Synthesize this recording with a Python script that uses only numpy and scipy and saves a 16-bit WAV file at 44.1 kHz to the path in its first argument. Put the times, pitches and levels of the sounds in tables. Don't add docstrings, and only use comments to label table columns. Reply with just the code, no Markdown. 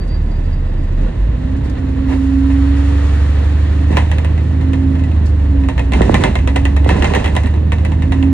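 import sys
import numpy as np
from scipy import signal
from scipy.fft import rfft, irfft, next_fast_len
from scipy.io import wavfile

SR = 44100
rng = np.random.default_rng(int(sys.argv[2]) if len(sys.argv) > 2 else 0)


def generate_wav(signal):
    frames = np.transpose(np.atleast_2d(signal))
    scaled = np.clip(frames, -1, 1) * 32767
    pcm = np.round(scaled).astype(np.int16)
    wavfile.write(sys.argv[1], SR, pcm)


N = 367339
TIME = np.arange(N) / SR


# t/s, firing rate/Hz
FIRING_RATE = [(0, 40.7), (.45, 33.2), (.75, 32.3), (.97, 32), (1.3, 55.3), (1.55, 63.6), (1.8, 66.3),
               (2.5, 68.3), (3.3, 72.1), (4.8, 80.6), (5.05, 79.2), (5.3, 75.3), (5.8, 63), (6.05, 63.9),
               (6.3, 67.1), (8.33, 81.8)]
# t/s, relative level/dB
FIRING_LEVEL = [(0, -18), (.2, -15.5), (.9, -16), (1.05, -10.5), (1.3, -14), (1.5, -17.5), (2.1, -17.5),
                (2.6, -11.5), (3.2, -11), (5.0, -14), (5.2, -11), (5.55, -11.5), (5.9, -14), (6.6, -14),
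                (6.85, -9.5), (7.05, -14), (8.33, -13)]
# t/s, half length/s, gain/dB
FIRING_DIPS = [(1.13, .04, -22), (1.39, .035, -8), (1.78, .06, -6), (5.71, .05, -9.5), (6.2, .09, -12),
               (7.17, .07, -4)]
# cycles per crank turn, relative level coasting/dB, pulling/dB
ENGINE_ORDERS = [(1.5, -37, -21.5), (2, -38, -22), (2.5, -35, -15.5), (3, 0, 0), (3.5, -31, -19),
                 (4, -30, -11.5), (4.5, -29, -17.5), (5, -30, -22), (5.5, -30, -20), (6, -15, -16),
                 (6.5, -30, -30), (7, -25, -32), (7.5, -22, -30), (8, -23, -20.5), (8.5, -28, -32),
                 (9, -18, -29), (10, -31, -30), (10.5, -27, -30), (11, -30, -31), (12, -16, -25),
                 (14, -35, -35), (15, -26, -40), (18, -26, -43)]
# f/Hz, gain/dB
CABIN_RESPONSE = [(85, 0), (96, 3), (108, -1), (119, 4), (133, -7), (146, -3), (158, 4), (175, -4),
                  (195, -3), (212, 2), (240, 0)]

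def engine(unevenness=.12, other_orders_db=-14, gain_db=3):
    dips_db = sum(db * np.exp(-((TIME - s) / half_s) ** 2) for s, half_s, db in FIRING_DIPS)
    firing_db = in_time(FIRING_LEVEL) + dips_db
    load = throttle()
    turns_hz = in_time(FIRING_RATE) / 3
    crank = phase_of(turns_hz)
    tones = 0
    for order, coasting_db, pulling_db in ENGINE_ORDERS:
        waver = 1 + unevenness * (order != 3) * drift(4)
        cabin_db = np.interp(order * turns_hz, *np.transpose(CABIN_RESPONSE))
        order_db = coasting_db + load * (pulling_db + cabin_db - coasting_db)
        base_db = firing_db if order == 3 else other_orders_db
        tones += from_db(base_db + order_db) * waver * np.cos(order * crank + rng.uniform(0, 2 * np.pi))
    return cabin_boom(crank) + tones * from_db(gain_db + .02 * drift(7.8))


# cycles per crank turn, relative level/dB
SHAKING_ORDERS = [(10, -6), (11, -12.5), (12, 0), (13, -5)]
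# t/s, level/dB
SHAKE_LEVEL = [(0, -39), (1.15, -11), (1.4, -10), (1.6, -22.5), (1.85, -19), (2.4, -14), (3.0, -18),
               (3.3, -27.5), (3.7, -15), (4.35, -16.5), (4.85, -9.5), (5.2, -17.5), (5.55, -17),
               (6.3, -28.5), (6.65, -20), (7.05, -26.5), (7.7, -26.5), (8.2, -8.5)]

def cabin_boom(crank, hz=271.1, width_hz=16.9):
    shake = sum(from_db(db) * np.cos(order * crank) for order, db in SHAKING_ORDERS)
    shake *= from_db(in_time(SHAKE_LEVEL) + 1.2 * drift(28))
    return np.sqrt(2) * resonate_twice(shake, hz, width_hz)


PULL_AWAY_S = .91

def throttle(rise_s=.3):
    return np.clip((TIME - PULL_AWAY_S) / rise_s, 0, 1)


# t/s, level/dB
BODY_LEVEL = [(0, -24), (.8, -25.5), (1.5, -23), (2.05, -23.5), (2.3, -38.5), (3.3, -28.5), (4.4, -25.5),
              (5.3, -23.5), (6.4, -20.5), (8.33, -21.5)]
# f/Hz, relative density/dB
RUMBLE_SPECTRUM = [(15, -37.5), (30, -6), (50, 12), (85, 6.5), (130, 3.5), (190, 0), (260, -0.5),
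                   (330, -5.5), (450, -18), (650, -23.5), (1200, -48.5), (4000, -100)]
ROAR_SPECTRUM = [(200, -4), (400, -1.5), (600, -11), (800, -12), (1020, -12.5), (1400, -13.5), (1850, -14),
                 (2250, -21.5), (2750, -20.5), (3250, -27), (3800, -25), (4600, -32), (5400, -57),
                 (9500, -56), (12500, -76.5)]
SPRAY_SPECTRUM = [(2500, 0), (4500, 4), (5400, 4), (7200, 4), (9500, -1), (10700, -17), (12500, -36.5),
                  (16000, -53.5)]
# f/Hz, width/Hz, level against the bump's rumble/dB
BODY_MODES = [(186, 50, -5.5), (385, 43, -16), (540, 55, -25)]

def road(roar_db=-39, spray_db=-61.5, bump_spray_db=-19, crawl_db=-1, crawl_low_hz=82):
    bump_rumble, bump_roar, _ = bumps()
    rolling_db = crawl_db * (1 - throttle())
    rumble_gain = np.hypot(from_db(in_time(BODY_LEVEL)), bump_rumble)
    roar_gain = np.hypot(from_db(roar_db + rolling_db), bump_roar)
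    spray_gain = np.hypot(from_db(spray_db + rolling_db), from_db(bump_spray_db) * bump_roar)
    deep = noise(RUMBLE_SPECTRUM, flutter_db=1.37, rate=22.4)
    shallow = signal.sosfilt(signal.butter(3, crawl_low_hz, "high", fs=SR, output="sos"), deep)
    rumble = shallow + throttle() * (deep - shallow)
    hollow = sum(from_db(db) * rms_one(resonate_twice(rng.standard_normal(N), hz, width_hz))
                 for hz, width_hz, db in BODY_MODES)
    roar = through_panels(noise(ROAR_SPECTRUM, flutter_db=1.32, rate=24), modes_db=-4.5)
    spray = noise(SPRAY_SPECTRUM, flutter_db=2, rate=28)
    return rumble_gain * rumble + bump_rumble * hollow + roar_gain * roar + spray_gain * spray


# t/s, length/s, body rumble/dB, tyre roar/dB, chatter/dB
ROAD_BUMPS = [(0.949, 0.14, -23, -43, -44), (2.075, 0.065, -28, -34, -33.5), (2.47, 0.043, -43.5, -48, -36),
              (3.879, 0.13, -20.5, -37, -29.5), (5.926, 0.358, -16, -29.5, -35),
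              (6.852, 0.35, -20.5, -28, -32.5), (7.191, 0.18, -25.5, -37.5, -44)]

def bumps(attack_s=.033, release_s=.029):
    gains = 0
    for s, length_s, *levels_db in ROAD_BUMPS:
        attack = np.clip((TIME - s) / attack_s, 0, 1)
        release = np.exp(-np.clip((TIME - s - length_s) / release_s, 0, 20))
        gains += np.outer(from_db(levels_db), attack * release)
    return gains


# t/s, relative level/dB, snap against the knock/dB
PANEL_KNOCKS = [(2.094, -29, -15), (3.927, -22.5, -25), (3.962, -21.5, -27), (3.97, -6, -7),
                (3.986, -20.5, -22), (4.115, -16, -6), (4.184, -19, -7), (4.247, -18.5, -8),
                (4.377, -25, -22), (4.61, -28, -31), (4.733, -20.5, -13), (4.954, -27.5, -24),
                (4.995, -28.5, -27), (5.038, -26.5, -26), (5.116, -29, -24), (5.397, -36.5, -15),
                (5.637, -24.5, -26), (5.687, -14.5, -30), (5.779, -16, -25), (5.794, -16, -13),
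                (5.921, -15.5, -9), (5.935, -11.5, -29), (6.018, -11, -25), (6.143, -4, -13),
                (6.212, -21, -25), (6.238, -4, -22), (6.355, -11, -14), (6.389, -22.5, -9),
                (6.475, -13.5, -11), (6.56, -10, -12), (6.563, -13, -11), (6.653, -12, -9),
                (6.765, -17.5, -10), (6.845, -22.5, -8), (6.891, -8.5, -12), (6.902, -14, -19),
                (7.023, -9.5, -17), (7.044, -8.5, -24), (7.137, -11.5, -20), (7.15, -10.5, -6),
                (7.16, -15, -20), (7.243, -13, -16), (7.259, -14.5, -14), (7.278, -21.5, -7),
                (7.352, -17.5, -8), (7.365, -9, -8.5), (7.435, -22.5, -10), (7.46, -21.5, -18),
                (7.47, -22, -6), (7.54, -24, -12), (7.72, -13.5, -14), (7.784, -27, -11), (7.85, -18.5, -9),
                (7.919, -23.5, -31), (8.022, -20, -14), (8.121, -14.5, -13), (8.227, -19.5, -22)]
# f/Hz, relative density/dB
SLAP_SPECTRUM = [(120, -3.5), (330, 4), (520, -2.5), (720, 3.5), (950, 3.5), (1400, -9.5), (1750, -1),
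                 (2050, -2), (2300, -8), (2700, -4.5), (3200, -16.5), (3900, -13), (4900, -26),
                 (6100, -22.5), (8500, -24), (10500, -35.5), (15000, -71.5)]
CONTACT_SPECTRUM = [(300, -16), (900, 8.5), (2600, 4), (4000, -6.5), (5000, -23), (8500, -17),
                    (11000, -37.5), (15000, -38)]

def knocks(crack_s=.0024, echoes_s=.015, cabin_s=.11, contact_s=.0008, snap_s=.0018, gain_db=-7):
    t = TIME[:SR // 4]
    fade = np.exp(-t / crack_s) + from_db(2) * np.exp(-t / echoes_s) + from_db(-9) * np.exp(-t / cabin_s)
    onset = 1 - np.exp(-t / .00017)
    treble = signal.butter(3, [5000, 11000], "band", fs=SR, output="sos")
    out = np.zeros((2, N + len(t)))
    for s, db, snap_db in PANEL_KNOCKS:
        slap = rms_one(stereo_noise(fade, SLAP_SPECTRUM))
        contact = rms_one(stereo_noise(np.exp(-t / contact_s), CONTACT_SPECTRUM))
        hit = (slap + from_db(-1) * panel_ring(t)) * onset + from_db(-7) * contact
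        hit /= hit[:, :SR // 200].std()
        snap = from_db(snap_db) * signal.sosfilt(treble, rng.standard_normal(len(t)) * np.exp(-t / snap_s))
        at = round(s * SR)
        out[:, at:at + len(t)] += from_db(db + gain_db) * (hit + snap)
    return out[:, :N]


# f/Hz, relative level/dB
PANEL_MODES = [(511, 2), (610, 0), (765, -2.5), (910, 2), (1000, 2.5), (1140, -13.5), (1450, -7.5),
               (1730, 0), (1830, 3.5), (1930, 1.5), (2055, 4.5), (2270, -6), (2560, -4.5), (2700, -8.5),
               (3250, -9.5), (3820, -13)]

def panel_ring(t, rise_s=.004, t60_s=.1, pitch_spread=.015):
    ring = 0
    for hz, db in PANEL_MODES:
        shifted_hz = hz * (1 + pitch_spread * rng.normal())
        phase = 2 * np.pi * shifted_hz * t + rng.normal(0, .5, (2, 1))
        ring += from_db(db + rng.normal(0, 2.5)) * rng.choice([-1, 1]) * np.sin(phase)
    return rms_one(ring * (1 - np.exp(-t / rise_s)) * from_db(-60 * t / t60_s))


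def through_panels(x, modes_db, width_hz=75):
    return x + sum(from_db(db + modes_db) * resonate(x, hz, width_hz) for hz, db in PANEL_MODES)


# t/s, level/dB, contact time/s
BODY_THUMPS = [(3.903, -5, .0055), (3.9695, -13, .0008), (6.0072, -3, .0017), (6.0942, -2, .0016),
               (6.12, -15, .004), (6.197, -7, .005), (6.241, -11, .003), (6.861, -8, .0018),
               (6.91, -13, .002), (6.983, -15, .003), (7.024, -15, .0015), (7.16, -12, .003),
               (7.17, -12, .0025)]

def thumps(sweep_cycles=1.45, low_hz=28, fade_s=.0105):
    t = TIME[1:SR // 5]
    phase = 2 * np.pi * (sweep_cycles * np.log(t) + low_hz * t)
    wave = np.sin(phase) * np.exp(-(t / fade_s) ** 4)
    out = np.zeros(N)
    for s, db, contact_s in BODY_THUMPS:
        onset = 1 - np.exp(-(t / contact_s) ** 4)
        at = round(s * SR)
        out[at:at + len(t)] += from_db(db) * wave * onset
    return out


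def chatter(per_s=260, decay_s=.009, crawl_db=-51.5, fast_db=-46):
    clicks = (rng.random(N) < per_s / SR) * from_db(rng.uniform(-6, 6, N))
    power = signal.lfilter([1], [1, -np.exp(-2 / (decay_s * SR))], clicks ** 2 + 1e-12)
    ticks = stereo_noise(np.sqrt(power), SLAP_SPECTRUM)
    light = from_db(np.interp(TIME, [PULL_AWAY_S, TIME[-1]], [crawl_db, fast_db]))
    _, _, jolted = bumps()
    return np.hypot(light, jolted) * rms_one(through_panels(ticks, modes_db=2.5))


# f/Hz, relative density/dB
CAR_SPECTRUM = [(200, -4), (400, 4), (620, -7), (1000, -3), (1450, -4), (1850, -6), (2250, -9),
                (2900, -14.5), (3800, -17), (4500, -20.5), (5800, -45)]

def oncoming_car(nearest_s=2.95, approach_s=.39, trail_s=.73, roar_db=-33, spray_db=-50.5):
    since = TIME - nearest_s
    nearness = 1 / np.hypot(1, since / np.where(since < 0, approach_s, trail_s))
    tyres = noise(CAR_SPECTRUM, flutter_db=.4, rate=30)
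    window_band = from_db(-2) * resonate(tyres, hz=1870, width_hz=130)
    roar = from_db(roar_db) * rms_one(tyres + window_band)
    spray = from_db(spray_db) * noise(SPRAY_SPECTRUM, flutter_db=1, rate=21)
    return nearness * roar + nearness ** 1.27 * spray


def hum(start_hz=70, end_hz=83, glide_s=.35, level_db=-23):
    hz = end_hz + (start_hz - end_hz) * np.exp(-TIME / glide_s)
    level = from_db(level_db + 2 * drift(8.9)) * (1 - throttle())
    return level * np.sqrt(2) * np.sin(phase_of(hz))


# middle t/s, length/s, level/dB
BRAKE_GRABS = [(0.023, 0.03, -43.5), (0.113, 0.042, -47), (0.148, 0.048, -45), (.325, 0.025, -53),
               (.362, 0.03, -56), (.452, 0.027, -62), (.535, 0.017, -51)]

def brakes(start_hz=4620, end_hz=4800, glide_s=.3, drag_db=-64):
    hz = end_hz + (start_hz - end_hz) * np.exp(-TIME / glide_s)
    grabs = sum(from_db(db) * np.exp(-np.minimum((2 * (TIME - s) / length_s) ** 2, 20))
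                for s, length_s, db in BRAKE_GRABS)
    drag = from_db(drag_db) * (1 - throttle())
    flicker = from_db(3 * drift(27))
    return (grabs + drag) * flicker * np.sin(phase_of(hz + 10 * drift(70)))


# t/s, level/dB, decay/s
AIR_PUFFS = [(.075, -44, 0.01), (1.635, -50, 0.03), (1.695, -37, 0.0063), (2.092, -51, 0.17),
             (5.255, -41.5, 0.026)]
# f/Hz, relative density/dB
AIR_SPECTRUM = [(2000, -17), (4500, 4), (6000, -1.5), (8000, -3), (10500, -10.5), (15000, -27)]

def air_valves(open_s=.0055):
    flow = 0
    for s, db, decay_s in AIR_PUFFS:
        t = np.maximum(TIME - s, 0)
        flow += from_db(db) * (1 - np.exp(-t / open_s)) * np.exp(-np.minimum(t / decay_s, 20))
    return flow * noise(AIR_SPECTRUM, flutter_db=-1, rate=82)


# f/Hz, correlation
PORT_LIKENESS = [(60, 0.99), (200, 1), (380, 0.54), (560, 0.38), (1050, 0.67), (2000, 1), (4000, 0.16),
                 (9000, 1)]

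def stereo_noise(envelope, spectrum):
    length = len(envelope)
    size = 2 * next_fast_len(length // 2 + 2048)
    cepstrum = irfft(np.log(from_db(at_hz(spectrum, size))))
    cepstrum[1:size // 2] *= 2
    cepstrum[size // 2 + 1:] = 0
    white = envelope * rng.standard_normal((2, length))
    mid, side = rfft(white, size) * np.exp(rfft(cepstrum))
    alike = np.clip(at_hz(PORT_LIKENESS, size), 0, 1)
    side *= np.sqrt((1 - alike) / (1 + alike))
    return irfft([mid + side, mid - side])[:, :length]


def noise(spectrum, flutter_db, rate):
    return rms_one(stereo_noise(np.ones(N), spectrum)) * from_db(flutter_db * drift(rate))


def drift(rate):
    step = 40
    r = np.exp(-2 * np.pi * rate * step / SR)
    slow = signal.lfilter([1], [1, -2 * r, r * r], rng.standard_normal(N // step + 2002))[2000:]
    return np.interp(np.arange(N) / step, np.arange(len(slow)), rms_one(slow))


def resonate(x, hz, width_hz):
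    r = np.exp(-np.pi * width_hz / SR)
    feedback = [1, -2 * r * np.cos(2 * np.pi * hz / SR), r * r]
    return signal.lfilter(np.array([1, 0, -1]) * (1 - r * r) / 2, feedback, x)


def resonate_twice(x, hz, width_hz):
    return resonate(resonate(x, hz, width_hz), hz, width_hz)


def phase_of(hz):
    return 2 * np.pi * np.cumsum(hz) / SR


def from_db(db):
    return 10 ** (np.asarray(db) / 20)


def rms_one(x):
    return x / np.sqrt(np.mean(x ** 2) + 1e-20)


def in_time(points):
    return np.interp(TIME, *np.transpose(points))


def at_hz(points, size):
    hz, value = np.transpose(points)
    return np.interp(np.log(np.arange(size // 2 + 1) * SR / size + 1), np.log(hz), value)


def scene():
    return (engine() + hum() + road() + oncoming_car()
            + knocks() + chatter() + thumps() + brakes() + air_valves())


# f/Hz, left minus right/dB
PORT_BALANCE = [(60, -0.97), (110, -2.5), (170, -3.5), (270, -6), (400, -12), (620, -9.5), (1000, 0),
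                (2200, -1), (8000, -.5)]
# f/Hz, lead of the left/rad
PORT_LEAD = [(330, 0), (520, 2.5), (720, 2), (950, 0.95), (1250, 1.23), (1600, -1), (2000, 0.5), (2600, 2),
             (4000, 1.64), (8000, 2.0)]

def record(dry, cutoff_hz=15800):
    size = 2 * next_fast_len(N // 2 + 2048)
    log_ratio = np.log(from_db(at_hz(PORT_BALANCE, size))) + 1j * at_hz(PORT_LEAD, size)
    ports = np.exp([log_ratio / 2, -log_ratio / 2])
    heard = irfft(rfft(dry, size) * ports / np.abs(ports.mean(axis=0)))[:, :N]
    rounded = heard / (1 + heard ** 8) ** (1 / 8)
    return signal.sosfilt(signal.cheby2(12, 70, cutoff_hz, fs=SR, output="sos"), rounded)


dry = scene()
out = record(dry)
generate_wav(out)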